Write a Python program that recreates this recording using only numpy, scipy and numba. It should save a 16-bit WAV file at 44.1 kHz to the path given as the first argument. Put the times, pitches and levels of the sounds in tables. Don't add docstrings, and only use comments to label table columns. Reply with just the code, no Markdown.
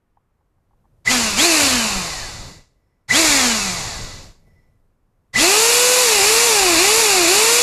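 import sys
import numpy as np
from scipy import signal
from scipy.fft import rfft, irfft
from scipy.io import wavfile
from numba import njit

SR = 44100
rng = np.random.default_rng(int(sys.argv[2]) if len(sys.argv) > 2 else 0)


def dump_mix(stems):
    frames = np.atleast_2d(stems).T
    limited = np.clip(frames, -1, 1)
    pcm = np.round(limited * 32767).astype(np.int16)
    wavfile.write(sys.argv[1], SR, pcm)


N = 336042
TIME = np.arange(N) / SR

REFERENCE_RPS, PULL_KNEE_RPS, GRIP_RPS, CREEP_RPS = 270, 541.2, 64, 25
START_PULL_RPS_PER_S, PULL_EXPONENT = 10616, 3.94
AIR_RPS_PER_S, BEARING_RPS_PER_S, GRIP_RPS_PER_S = 175, 149.5, 395


@njit
def rotor_speed(torque):
    rps, v = np.zeros(len(torque)), 0.
    for i in range(len(torque)):
        pull = torque[i] * START_PULL_RPS_PER_S / (1 + v / PULL_KNEE_RPS) ** PULL_EXPONENT
        air = AIR_RPS_PER_S * (v / REFERENCE_RPS) ** 2
        bearings = BEARING_RPS_PER_S * v ** 2 / (v ** 2 + CREEP_RPS ** 2)
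        grip = GRIP_RPS_PER_S * (v / GRIP_RPS) / (1 + (v / GRIP_RPS) ** 6)
        v += (pull - air - bearings - grip) / SR
        rps[i] = v
    return rps


# (on [s], off [s], torque [ratio], whine gain [dB])
BURSTS = [(1.043, 1.113, .957, -.5), (1.364, 1.458, .991, 4), (3.077, 3.199, .958, 3),
          (5.327, 6.02, 1, -.5), (6.214, 6.461, .993, 0), (6.774, 7.003, 1.005, 0), (7.268, 7.7, 1, 0)]


def motor():
    torque = sum(share * ((TIME > on) & (TIME < off)) for on, off, share, _ in BURSTS)
    whine_db = smooth(sum(db * ((TIME > on) & (TIME < off)) for on, off, _, db in BURSTS), .01)
    rps = np.maximum(rotor_speed(torque), 1e-3)
    speed_oct = np.log2(rps / REFERENCE_RPS)
    angle_rad = 2 * np.pi * np.cumsum(rps) / SR
    supply = smooth(smooth(1. * (torque > 0), .006), .006)
    current = supply / (1 + (rps / 370) ** 3)
    flow = from_db(-14 + 13.34 * speed_oct)
    tones = room(flow * rotor_tones(angle_rad, rps), t60_s=.1, wet_db=-9)
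    air = flow * fan_rush(speed_oct) + tones + brushes(rps, current)
    return shroud(air, speed_oct) + from_db(whine_db) * magnetic_whine(angle_rad, current)


# (frequency [Hz], density [dB])
RUSH_SPECTRUM = [(100, -20), (300, -6.5), (520, -3.5), (760, -2), (1150, 0.5), (1400, -5), (3400, -2),
                 (4500, 3.5), (5300, 1), (7200, 5.5), (8200, -4), (11500, -9), (12700, -18), (13600, -18.5)]


def fan_rush(speed_oct, treble_db_per_oct=8.5, knee_hz=8000):
    def shelf(hz, s):
        treble_db = treble_db_per_oct * np.interp(s, TIME, np.maximum(speed_oct, -1.5))
        return from_db(treble_db * hz ** 4 / (hz ** 4 + knee_hz ** 4))
    return recolour(noise(RUSH_SPECTRUM), shelf)


# (order [x speed], level [dB], fades below [rev/s])
ROTOR_ORDERS = [(1, -8.5, 190), (2, -16, 227), (3, -20, 260), (4, -24, 110), (5, -22.5, 110),
                (6, -22.5, 100), (7, -19.5, 130), (8, -21, 220), (12, -22.5, 200), (13, -16.5, 100)]
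# (frequency [Hz], gain [dB])
HOUSING_RESPONSE = [(70, -8), (180, 0.5), (265, 2.5), (370, -0.5), (470, 0), (620, 0.5), (740, 7),
                    (950, -1), (1250, 0.5), (1850, 1), (2400, -2.5), (3100, 3.5), (3800, -2), (4700, -1),
                    (6000, 4)]


def rotor_tones(angle_rad, rps, ruffle_depth=.15, swing_db=2.4):
    out = np.zeros(N)
    for order, db, fade_rps in ROTOR_ORDERS:
        swing = rms_one(from_db(swing_db * (1 - 1 / order) * wander(.02)))
        ruffle = 1 + ruffle_depth * wander(.003)
        tone = np.sqrt(2) * np.sin(round(order) * angle_rad + rng.uniform(0, 2 * np.pi))
        gain = from_db(db) * at_hz(HOUSING_RESPONSE, order * rps) / (1 + (fade_rps / rps) ** 4)
        out += gain * swing * ruffle * tone
    return out


# (frequency [Hz], width [Hz], field-driven gain [dB], brush-rubbed level [dB])
FRAME_MODES = [(1994, 20, 7, 5.5), (2170, 100, -26.5, -1.5), (3300, 380, -10, -12),
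               (4120, 280, -3.5, -12.5), (5330, 280, -34, -4), (6695, 350, -32.5, -12.5)]


def magnetic_whine(angle_rad, current, slots=12, chatter_depth=.26, mains_hz=60, hum_db=-26.5):
    brush_chatter = 1 + chatter_depth * rms_one(smooth(rng.standard_normal(N), .0008))
    pull = current ** 2 * brush_chatter * np.sin(slots * angle_rad)
    ringing = sum(from_db(db) * frame_mode(pull, hz, width_hz, skirt_hz=600)
                  for hz, width_hz, db, _ in FRAME_MODES)
    hum = from_db(hum_db) * current ** 4 * np.sin(2 * np.pi * 2 * mains_hz * TIME)
    return ringing + hum


# (time [s], level [dB])
BRUSH_SCRAPES = [(2.9, -84.5), (4.56, -75)]


def brushes(rps, current, spark_db=-30.5, rub_db=-46.5, grip_db=-33, glide_rps=115):
    sparks = from_db(spark_db) * current ** 2 * noise(RUSH_SPECTRUM)
    friction = rng.standard_normal(N)
    ringing = sum(from_db(db) * rms_one(frame_mode(friction, hz, width_hz, skirt_hz=900))
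                  for hz, width_hz, _, db in FRAME_MODES)
    rubbing = from_db(rub_db) / (1 + (glide_rps / rps) ** 2.7)
    gripping = from_db(grip_db) * current ** 2
    return sparks + (rubbing + swells(BRUSH_SCRAPES, sigma_s=.11) + gripping) * ringing


# (time [s], inlet [Hz], notch [Hz], notch depth [ratio], beam [dB])
SHROUD_COLOUR = [(1.2, 2420, 3130, 0.55, -3), (1.7, 2560, 3320, 0.85, -5), (3.3, 2344, 3070, 0.7, -2),
                 (4.2, 2245, 3150, 0.68, -2.5), (5.4, 2550, 3160, 0.54, -4.5), (5.78, 2650, 3160, 0.78, -5),
                 (6.2, 2500, 3140, 0.79, -5)]


def shroud(x, speed_oct, inlet_max_db=7.5, inlet_db_per_oct=6.5, beam_hz=6350):
    def response(hz, s):
        def bell(centre_hz, width_hz):
            return 1 / (1 + (2 * (hz - centre_hz) / width_hz) ** 2)
        inlet_hz, notch_hz, depth, beam_db = in_time(SHROUD_COLOUR, s)
        inlet_db = inlet_max_db + inlet_db_per_oct * np.clip(np.interp(s, TIME, speed_oct), -1.5, 0)
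        gain_db = inlet_db * bell(inlet_hz, width_hz=750) + beam_db * bell(beam_hz, width_hz=2000)
        return from_db(gain_db) * (1 - depth * bell(notch_hz, width_hz=230))
    return recolour(x, response)


# (frequency [Hz], density [dB])
RUMBLE_SPECTRUM = [(20, 3.5), (40, -0.5), (65, -5.5), (100, -2), (170, -10.5), (280, -18.5), (600, -21.5),
                   (2000, -45)]
# (time [s], level [dB])
MIC_THUMPS = [(1.97, -25), (4.04, -34), (4.48, -58), (6.981, -24), (7.151, -36.5)]
# (time [s], level [dB])
HANDLING_LEVELS = [(0, -69.5), (.5, -66.5), (1.0, -58), (2.7, -60.5), (3.0, -65.5), (4.5, -54), (5.0, -65),
                   (5.3, -62)]


def draught(rps, level_db=-36, gust_db=1.7, gust_s=.027, fade_rps=53, air_lag_s=.044):
    flow = 1 / (1 + (fade_rps / rps) ** 4)
    outflow = from_db(level_db + gust_db * wander(gust_s)) * flow * smooth(flow, air_lag_s)
    thumps = swells(MIC_THUMPS, sigma_s=.0073)
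    handling = from_db(in_time(HANDLING_LEVELS)[0])
    return (outflow + thumps + handling) * noise(RUMBLE_SPECTRUM)


# (time [s], level [dB])
TICK_EVENTS = [(0.171, -42), (0.41, -57), (0.582, -58), (0.709, -51), (0.732, -49), (0.841, -51),
               (0.854, -50)]
# (frequency [Hz], level [dB], t60 [s])
TICK_RESONANCES = [(820, -1, 0.028), (925, 1, 0.02), (1080, -5, 0.026), (1780, -18, .02)]


def handling_ticks(contact_s=.0026):
    out = np.zeros(N)
    t = TIME[:SR // 10]
    attack = 1 - np.exp(-t / contact_s)
    for s, db in TICK_EVENTS:
        knock = sum(from_db(mode_db - 60 * t / t60_s) * np.sin(2 * np.pi * hz * t + rng.uniform(0, 2.4))
                    for hz, mode_db, t60_s in TICK_RESONANCES)
        start = int(s * SR)
        out[start:start + len(t)] += from_db(db) * knock * attack
    return out


# (frequency [Hz], density [dB])
AMBIENCE_SPECTRUM = [(88, -24), (150, -1), (525, -7), (566, -11), (876, -9.5), (1020, -7.5), (2440, -20.5),
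                     (3640, -28.5), (5520, -31), (14000, -33)]


def ambience(level_db=-75):
    return from_db(level_db) * noise(AMBIENCE_SPECTRUM)


def room(x, t60_s, wet_db):
    t = TIME[:SR // 3]
    echoes = rng.standard_normal(len(t)) * from_db(-60 * t / t60_s) * (t > .003)
    return x + from_db(wet_db) * signal.fftconvolve(x, echoes / np.linalg.norm(echoes))[:N]


def frame_mode(x, hz, width_hz, skirt_hz):
    for band_hz in (width_hz, skirt_hz):
        r = np.exp(-np.pi * band_hz / SR)
        feedback = [1, -2 * r * np.cos(2 * np.pi * hz / SR), r * r]
        x = signal.lfilter(np.array([1, 0, -1]) * (1 - r * r) / 2, feedback, x + 1e-18)
    return x


def recolour(x, gain_at):
    hz, s, frames = signal.stft(x, SR, nperseg=512)
    return signal.istft(frames * gain_at(hz[:, None], s), SR)[1][:N]


def noise(spectrum):
    hz = np.maximum(np.fft.rfftfreq(N, 1 / SR), 1)
    gain = at_hz(spectrum, hz) * np.minimum(hz / spectrum[0][0], 1) ** 2
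    return rms_one(irfft(rfft(rng.standard_normal(N)) * gain, N))


def wander(lag_s):
    return rms_one(smooth(smooth(rng.standard_normal(N), lag_s), lag_s))


def swells(events, sigma_s):
    return sum(from_db(db) * np.exp(-.5 * ((TIME - s) / sigma_s) ** 2) for s, db in events)


def smooth(x, lag_s):
    r = np.exp(-1 / (lag_s * SR))
    return signal.lfilter([1 - r], [1, -r], x + 1e-18)


def at_hz(spectrum, hz):
    points_hz, db = np.transpose(spectrum)
    return from_db(np.interp(np.log(hz), np.log(points_hz), db))


def in_time(rows, at_s=TIME):
    s, *columns = np.transpose(rows)
    return [np.interp(at_s, s, column) for column in columns]


def from_db(db):
    return 10 ** (np.asarray(db) / 20)


def rms_one(x):
    return x / np.sqrt(np.mean(x ** 2) + 1e-20)


def scene():
    torque = sum(share * ((TIME > on) & (TIME < off)) for on, off, share, _ in BURSTS)
    rps = np.maximum(rotor_speed(torque), 1e-3)
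    return (motor() + ambience() + draught(rps) + handling_ticks()) * np.ones((2, 1))


def gain_control(x, ceiling_db=-12.5, sense_s=.005, attack_s=.004, release_db_per_s=62.5):
    over_db = np.maximum(10 * np.log10(smooth(x[0] ** 2, sense_s)) - ceiling_db, 0)
    held_db = np.maximum.accumulate(over_db + release_db_per_s * TIME) - release_db_per_s * TIME
    return x * from_db(-smooth(held_db, attack_s))


def record(dry):
    peak_limit, cutoff_hz = .73, 13900
    levelled = gain_control(dry)
    rounded = levelled / (1 + (levelled / peak_limit) ** 6) ** (1 / 6)
    return signal.sosfilt(signal.ellip(12, .1, 80, cutoff_hz, fs=SR, output="sos"), rounded)


dry = scene()
out = record(dry)
dump_mix(out)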